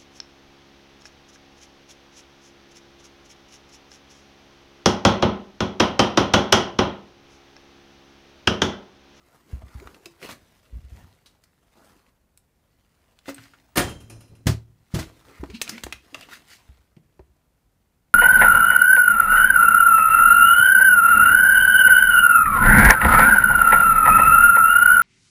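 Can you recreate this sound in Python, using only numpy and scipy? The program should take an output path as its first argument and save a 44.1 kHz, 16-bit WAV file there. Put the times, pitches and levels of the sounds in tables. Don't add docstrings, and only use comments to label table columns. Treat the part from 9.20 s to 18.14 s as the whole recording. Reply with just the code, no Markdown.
import sys
import numpy as np
from scipy import signal
from scipy.fft import rfft, irfft, next_fast_len
from scipy.io import wavfile
from scipy.ndimage import uniform_filter1d, map_coordinates

SR = 44100
rng = np.random.default_rng(int(sys.argv[2]) if len(sys.argv) > 2 else 0)


def bounce(signal):
    frames = np.transpose(np.atleast_2d(signal))
    limited = np.clip(frames, -1, 1)
    pcm = np.round(limited * 32767).astype(np.int16)
    wavfile.write(sys.argv[1], SR, pcm)


N = 394254
TIME = np.arange(SR) / SR
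NOW = np.arange(N) / SR
TOP_HZ = 15600

# pitch_hz [Hz], level_db [dB per Hz]
PANEL_COLOUR = [(60, -3.5), (150, -5.5), (650, -7.5), (1700, -10.5), (2400, -14), (8000, -19.5),
                (15000, -31)]
# pitch_hz [Hz], t60_s [s]
PANEL_T60 = [(150, 0.6), (700, 0.33), (3000, 0.3), (12000, .25)]


def door():
    # start_s [s], panel_db [dB], crunch_db [dB]
    blows = [(4.556, -20.5, -26), (4.5693, -28.5, -23), (4.5722, -28, -17.5), (4.579, -15, -24),
             (4.5928, -22, -26)]
    # pitch_hz [Hz], level_db [dB per Hz]
    crunch_colour = [(200, 0), (1500, 0), (4500, -1.5), (8000, -9), (12000, 1), (15500, -11)]
    give_s = 0.0061
    out = np.zeros(N)
    cap = amp(-2.5) * np.sin(2 * np.pi * 1800 * TIME) * fade(t60=0.029, rise=.0001)
    for start_s, panel_db, crunch_db in blows:
        low_wood = ring(door_modes(), rise=.0006, scatter_db=1)
        dense_wood = burst(PANEL_COLOUR, PANEL_T60, rise=.0004)
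        wood = .45 * low_wood + .5 * dense_wood
        contact = amp(3.5) * noise(PANEL_COLOUR, SR) * fade(t60=0.027, rise=.0001)
        crunch = noise(crunch_colour, SR) * fade(t60=0.063, rise=0.00078)
        add(out, start_s, amp(panel_db) * (cap + contact + wood) + amp(crunch_db) * crunch)
    since_touch = np.maximum(NOW - blows[0][0], 0)
    return out * (1 - np.exp(-since_touch / give_s))


def door_modes(below_hz=TOP_HZ):
    # pitch_hz [Hz], level_db [dB]
    modes = [(75, -8), (112, -6), (150, -9), (172, -8), (222, -7), (261, -3), (325, -2), (357, -1),
             (510, -10), (564, -6), (721, -7), (1211, -8), (1427, -10), (1669, -5), (1813, -4), (1936, -8),
             (2809, -8), (9197, -3), (12050, -13)]
    base_s, cycles = .16, 37
    return [(hz, db, base_s + cycles / hz) for hz, db in modes if hz < below_hz]


def shudders():
    # strongest_s [s], half_s [s], level_db [dB]
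    strongest_s, half_s, level_db = (5.0, 0.18, -44)
    hum_hz = 111
    hum = np.sin(2 * np.pi * hum_hz * NOW)
    dull = lambda hz: 1 / (1 + (hz / (2 * hum_hz)) ** 2)
    rumble = unit(filtered(noise(PANEL_COLOUR, N), dull))
    broken = unit(amp(4 * wobble(rate=30)))
    return amp(level_db) * swell(strongest_s, half_s) * (hum + 0.64 * rumble) * broken


def rack(count=40):
    # start_s [s], ring_db [dB], tick_db [dB]
    jolt = (4.572, -50, -27)
    # start_s [s], ring_db [dB], tick_db [dB]
    rattles = [(4.692, -70.5, -42), (4.803, -68, -53.5), (4.898, -59.5, -46.5), (5.006, -69.5, -54),
               (5.078, -78.5, -64), (5.151, -75, -62)]
    # pitch_hz [Hz], jolted_db [dB], chattering_db [dB]
    clear_modes = [(2428, -8, -4), (2659, -3, -3), (3155, 16, -10), (4054, 7, -2), (5130, -4, -1),
                   (5491, -4, -5), (5785, -4, -6), (6062, -4, -4), (6358, 7, -12), (6858, -4, -4),
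                   (7144, 3, -9), (8672, -6, -6), (9509, 0, -3), (10040, -6, -7)]
    # pitch_hz [Hz], level_db [dB per Hz]
    tick_colour = [(900, -23.5), (2000, -7), (2750, 9), (3800, -16), (5300, -3), (7600, -10), (10300, 3.5),
                   (15000, -18)]
    t60_s = 0.5
    crowd_hz = 4400 * 2.9 ** rng.random(count)
    scrollwork = np.sin(2 * np.pi * crowd_hz[:, None] * TIME) * fade(t60_s, rise=.001) / np.sqrt(count)
    jolted = [(hz, db, t60_s) for hz, db, _ in clear_modes]
    chattering = [(hz, db, t60_s) for hz, _, db in clear_modes]
    contacts = [(jolt, jolted)] + [(row, chattering) for row in rattles]
    out = np.zeros(N)
    for (start_s, ring_db, tick_db), modes in contacts:
        metal = ring(beating(modes), rise=.0005, scatter_db=2)
        metal = metal + rng.standard_normal(count) @ scrollwork
        tick = noise(tick_colour, SR) * fade(t60=0.14, rise=0.00046)
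        low_wood = amp(-3) * ring(door_modes(below_hz=1500), rise=.002, scatter_db=1.5)
        dense_wood = amp(-3.5) * burst(PANEL_COLOUR, PANEL_T60, rise=.002)
        add(out, start_s, amp(ring_db) * metal + amp(tick_db) * (tick + low_wood + dense_wood))
    return out


def beating(modes):
    scatter_hz, twin_db = 35.3, -4
    twins = [(hz + scatter_hz * rng.standard_normal(), db + twin_db, t60) for hz, db, t60 in modes]
    return modes + twins


def landings():
    # start_s [s], boom_db [dB], slap_db [dB]
    falls = [(5.258, -27, -47), (5.2677, -10.5, -19), (5.739, -18.5, -39.5), (5.7443, -42, -28.5),
             (5.7892, -28.5, -30)]
    # pitch_hz [Hz], level_db [dB], t60_s [s]
    boards = [(75, -2, .23), (111, 1, .25), (147, 2, .18), (172, -4, .17), (228, -15, .15), (371, -16, .24),
              (500, -20, .15), (651, -19, .17)]
    # pitch_hz [Hz], level_db [dB per Hz]
    slap_colour = [(100, 12), (350, 2.5), (600, -5), (1800, -3.5), (2600, -7.5), (4200, -6.5),
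                   (8000, -11.5), (15000, -20)]
    # pitch_hz [Hz], t60_s [s]
    slap_t60 = [(300, 0.28), (1500, 0.19), (5000, 0.2), (13000, 0.17)]
    out = np.zeros(N)
    boom = ring(boards, rise=.0025, scatter_db=0)
    for start_s, boom_db, slap_db in falls:
        contact = amp(1.0) * noise(slap_colour, SR) * fade(t60=0.15, rise=0.00067)
        slap = contact + amp(-1.5) * burst(slap_colour, slap_t60, rise=0.0022)
        add(out, start_s, amp(boom_db) * boom + amp(slap_db) * slap)
    return out


def snaps():
    # start_s [s], level_db [dB], centre_hz [Hz], t60_s [s]
    clicks = [(.42, -44.5, 670, 0.045), (.482, -50.5, 2000, .03), (.6, -43, 2280, 0.018),
              (.673, -35, 1180, 0.024), (.745, -43.5, 2700, 0.028), (.8575, -38.5, 5180, .035),
              (1.028, -37.5, 2350, 0.039), (1.0895, -31.5, 960, 0.046), (2.06, -51.5, 3960, 0.14),
              (2.238, -51.5, 5230, 0.037), (3.175, -46.5, 8250, 0.019), (3.989, -46.5, 3520, 0.016),
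              (4.0579, -43.5, 1383, .025), (4.095, -37, 7760, 0.019), (4.181, -40.5, 1555, .05),
              (4.256, -49.5, 1890, .045), (4.336, -49.5, 1396, .07), (4.399, -53.5, 2196, 0.022),
              (6.238, -34, 651, 0.034), (6.3, -43, 2350, 0.08), (6.4155, -17.5, 2682, 0.018),
              (6.4184, -20.5, 6540, 0.032), (6.493, -25, 5406, 0.046), (6.6358, -23.5, 1728, .022),
              (6.6366, -29, 6820, 0.033), (6.666, -29, 892, 0.018), (6.7248, -24.5, 2540, 0.035),
              (6.948, -34.5, 1191, 0.059), (7.01, -35.5, 3358, 0.021), (7.088, -42.5, 1000, 0.048),
              (7.766, -56.5, 2465, 0.032), (7.9932, -48, 900, 0.025)]
    out = np.zeros(N)
    u = TIME / .00008
    for start_s, level_db, centre_hz, t60_s in clicks:
        spike = 7 * (1 - u) * np.exp(-u)
        spray = 1.6 * rng.standard_normal(SR) * fade(t60=0.0017, rise=.00005)
        crack = amp(level_db / 2) * (spike + spray)
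        add(out, start_s, amp(level_db) * (0.58 * patch(centre_hz, t60_s, rough=1.62) + crack))
    return out


def taps():
    # start_s [s], level_db [dB], pitch_hz [Hz], t60_s [s]
    touches = [(0.858, -35, 2700, 0.025), (4.145, -38, 8600, .025), (6.4776, -28, 2549, 0.023),
               (6.5797, -32, 2306, 0.031), (6.945, -28, 2760, 0.032)]
    out = np.zeros(N)
    for start_s, level_db, pitch_hz, t60_s in touches:
        add(out, start_s, amp(level_db) * patch(pitch_hz, t60_s, rough=.7))
    return out


def patch(hz, t60, rough):
    sag = 0.14
    colour = [(hz / 14, -15), (hz / 5, -8), (hz / 1.4, -7), (hz, 0),
              (hz * 1.4, -6), (hz * 2.4, -12), (hz * 6, -28), (hz * 14, -45)]
    pitch = hz * (1 - sag * np.minimum(TIME / t60, 1))
    tone = np.sin(2 * np.pi * np.cumsum(pitch) / SR)
    return (rough * noise(colour, SR) + tone) * fade(t60, rise=.0001)


def pops():
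    # start_s [s], level_db [dB], pitch_hz [Hz], t60_s [s]
    notes = [(.8605, -37, 370, 0.054), (.866, -47, 340, 0.2), (4.081, -28.5, 279, 0.15),
             (4.082, -31, 544, 0.13), (4.186, -41.5, 117.5, 0.2), (5.748, -29, 322, 0.33),
             (5.787, -25.5, 640, 0.038), (6.232, -23, 300, 0.044), (6.495, -45, 326.7, 0.38),
             (6.666, -26, 354, 0.028), (6.928, -42, 287, 0.081), (7.767, -37, 157, 0.11),
             (7.994, -35, 373, 0.053)]
    return thumps(notes, rough=0.38, skirt_db=-25.5, rise_cycles=0.41)


def groans():
    # strongest_s [s], half_s [s], level_db [dB], pitch_hz at the strongest moment, before waver [Hz]
    squeezes = [(0.627, 0.0083, -40, 378), (6.302, 0.01, -38.5, 390), (6.348, 0.0094, -30.5, 215),
                (6.541, 0.024, -38, 221)]
    bend_octaves, waver_octaves = .16, 0.07
    out = np.zeros(N)
    for strongest_s, half_s, level_db, pitch_hz in squeezes:
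        bend = bend_octaves * np.tanh((NOW - strongest_s) / half_s)
        octaves = bend + waver_octaves * wobble(rate=200)
        note = np.sin(2 * np.pi * np.cumsum(pitch_hz * 2 ** octaves) / SR)
        out += amp(level_db) * swell(strongest_s, half_s) * note
    return out


def scuffs():
    # strongest_s [s], half_s [s], level_db [dB], resonance_hz [Hz]
    slides = [(6.15, 0.046, -54.5, 2003), (6.355, 0.016, -41.5, 2550), (6.358, .018, -45, 4200),
              (6.55, 0.036, -47, 2080), (7.03, 0.015, -45.5, 2670), (7.13, 0.015, -44, 1400)]
    return friction(slides)


def clothes():
    # pitch_hz [Hz], level_db [dB per Hz]
    rub_colour = [(60, 3), (200, 4), (400, 2.5), (1000, -1), (1700, -7.5), (3000, -20.5), (7000, -19),
                  (15000, -22.5)]
    # pitch_hz [Hz], level_db [dB per Hz]
    swish_colour = [(300, -25.5), (1050, -10.5), (1700, 0.5), (2550, -1.5), (3300, -3.5), (4400, -4.5),
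                    (7000, -9.5), (15500, -16.5)]
    rub_gain, swish_gain = movement()
    grain = unit(amp(1.7 * wobble(rate=60) + 2 * wobble(rate=400)))
    rub = rub_gain * shifting(noise(rub_colour, N), patchy_db=3.5)
    swish = swish_gain * (shifting(noise(swish_colour, N), patchy_db=2.5) + 0.54 * crackle())
    return grain * (rub + swish)


def movement():
    # fastest_s [s], half_s [s], rub_db [dB], swish_db [dB]
    strokes = [(0.147, 0.048, -54, -69.5), (0.33, .05, -52.5, -61.5), (0.642, 0.2, -53, -63),
               (1.049, 0.027, -43, -42.5), (1.112, .03, -45.5, -46.5), (1.785, 0.096, -57, -62.5),
               (2.683, 0.15, -58, -65), (4.091, 0.02, -49.5, -42), (4.202, 0.092, -65.5, -55.5),
               (5.809, 0.054, -49, -46), (6.166, 0.084, -52.5, -66.5), (6.533, 0.098, -52, -50.5),
               (7.002, 0.06, -53, -54), (7.142, .028, -62, -43.5), (7.326, 0.05, -84.5, -50)]
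    # time_s [s], level_db [dB]
    stir = [(0, -68), (1.2, -64), (2.1, -69.5), (3.1, -82.5), (3.85, -70.5), (4.45, -67.5), (5.55, -76.5),
            (5.95, -61), (6.8, -61.5), (7.45, -63.5), (7.75, -77.5), (8.9, -83.5)]
    stir_db = np.interp(NOW, *np.transpose(stir))
    rub_power = amp(stir_db) ** 2
    swish_power = amp(stir_db - 3.5) ** 2
    for fastest_s, half_s, rub_db, swish_db in strokes:
        speed = swell(fastest_s, half_s)
        rub_power = rub_power + (amp(rub_db) * speed) ** 2
        swish_power = swish_power + (amp(swish_db) * speed) ** 2
    return np.sqrt(rub_power), np.sqrt(swish_power)


def shifting(x, patchy_db):
    z = signal.stft(x, nperseg=512)[2]
    field = uniform_filter1d(rng.standard_normal(z.shape), size=3, axis=0)
    field = uniform_filter1d(field, size=12, axis=1)
    return unit(signal.istft(z * amp(patchy_db * unit(field)), nperseg=512)[1][:N])


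def crackle(count=1500):
    out, t = np.zeros(N), TIME[:SR // 100]
    for when, pitch, strength in rng.random((count, 3)):
        hz = 1100 * 9 ** pitch
        size = amp(-17 * (1 - strength ** 2))
        add(out, when * N / SR, size * np.sin(2 * np.pi * hz * t) * np.exp(-t * hz))
    return unit(out)


def footfalls():
    # start_s [s], heel_db [dB]
    steps = [(0.331, -19), (0.551, -26), (1.527, -30.5), (1.642, -33), (1.72, -31.5), (6.197, -23.5),
             (6.64, -29.5), (7.489, -36.5), (7.996, -39)]
    board_hz, t60_s = 65, .19
    toe_s, toe_db = .1, -10.5
    heels = [(s, db, board_hz, t60_s) for s, db in steps]
    toes = [(s + toe_s, db + toe_db, board_hz, t60_s) for s, db in steps]
    return thumps(heels + toes, rough=0.21, skirt_db=-24.5, rise_cycles=0.14)


def handling():
    # strongest_s [s], half_s [s], level_db [dB], resonance_hz [Hz]
    shifts = [(1.568, 0.024, -30.5, 61.5), (1.8, 0.074, -47.5, 93)]
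    return friction(shifts)


def room(x):
    # pitch_hz [Hz], t60_s [s]
    room_t60 = [(100, 0.97), (500, 0.18), (3000, 0.25), (12000, .13)]
    tail = burst([(110, -7.5), (260, -3.0), (3000, -3.0), (14000, 2.5)], room_t60, rise=0.00046)
    return signal.fftconvolve(x, tail / np.linalg.norm(tail))[:N]


def air():
    # pitch_hz [Hz], level_db [dB per Hz]
    air_colour = [(20, -8.5), (54, 0), (330, -19), (3850, -37.5)]
    return amp(-65.0) * noise(air_colour, N)


def thumps(rows, rough, skirt_db, rise_cycles):
    out = np.zeros(N)
    for start_s, level_db, hz, t60_s in rows:
        hump = noise([(hz / 5, -26), (hz, 0), (hz * 2, -7), (hz * 5, skirt_db), (hz * 20, -70)], SR)
        body = np.sin(2 * np.pi * hz * TIME) + rough * hump
        add(out, start_s, amp(level_db) * body * fade(t60_s, rise_cycles / hz))
    return out


def friction(rows):
    out = np.zeros(N)
    for strongest_s, half_s, level_db, hz in rows:
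        band = [(hz / 4, -36), (hz / 1.25, -10), (hz, 0), (hz * 1.25, -10), (hz * 4, -36), (hz * 16, -70)]
        out += amp(level_db) * swell(strongest_s, half_s) * noise(band, N)
    return out * unit(amp(2.5 * wobble(rate=120)))


def swell(s, half):
    shape = 1.4
    release = 1.01
    away = np.maximum(s - NOW, (NOW - s) / release) / half
    return np.exp(-np.minimum(away, 10) ** shape)


def ring(modes, rise, scatter_db):
    out = np.zeros(SR)
    for hz, db, t60 in modes:
        level = amp(db + scatter_db * rng.standard_normal())
        out += level * np.sin(2 * np.pi * hz * TIME) * fade(t60, rise)
    return out


def burst(spectrum, decays, rise):
    source = noise(spectrum, SR)
    centres = [hz for hz, _ in decays]
    out = np.zeros(SR)
    for share, (_, t60) in zip(np.eye(len(decays)), decays):
        band = list(zip(centres, share))
        out += filtered(source, lambda hz: along(band, hz)) * fade(t60, rise)
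    return out


def fade(t60, rise):
    return np.exp(-np.log(1000) * TIME / t60) * (1 - np.exp(-TIME / rise))


def wobble(rate):
    knots = rng.standard_normal(int(N * rate / SR) + 4)
    return map_coordinates(knots, [np.arange(N) * rate / SR])


def noise(spectrum, size):
    return unit(filtered(rng.standard_normal(size), lambda hz: amp(along(spectrum, hz))))


def filtered(x, response):
    size = next_fast_len(len(x) + 4096)
    return irfft(rfft(x, size) * response(np.fft.rfftfreq(size, 1 / SR)), size)[:len(x)]


def along(points, hz):
    f, v = np.transpose(points)
    return np.interp(np.log(hz + 1), np.log(f + 1), v)


def amp(db):
    return 10 ** (np.asarray(db) / 20)


def unit(x):
    return x / np.sqrt(np.mean(x ** 2) + 1e-20)


def add(track, s, sound):
    part = track[round(s * SR):][:len(sound)]
    part += sound[:len(part)]


def scene():
    far = door() + rack() + landings()
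    bottle = snaps() + taps() + groans() + pops()
    near = bottle + scuffs() + clothes()
    low = footfalls() + shudders() + handling()
    tail = room(amp(-8.0) * near + amp(-24.5) * far)
    return (near + far + low + tail + air())[None]


def record(dry):
    corner_hz = 34
    response = lambda hz: (1j * hz / (1j * hz + corner_hz)) ** 2 * (hz < TOP_HZ)
    return np.array([filtered(channel, response) for channel in dry])


dry = scene()
out = record(dry)
bounce(out)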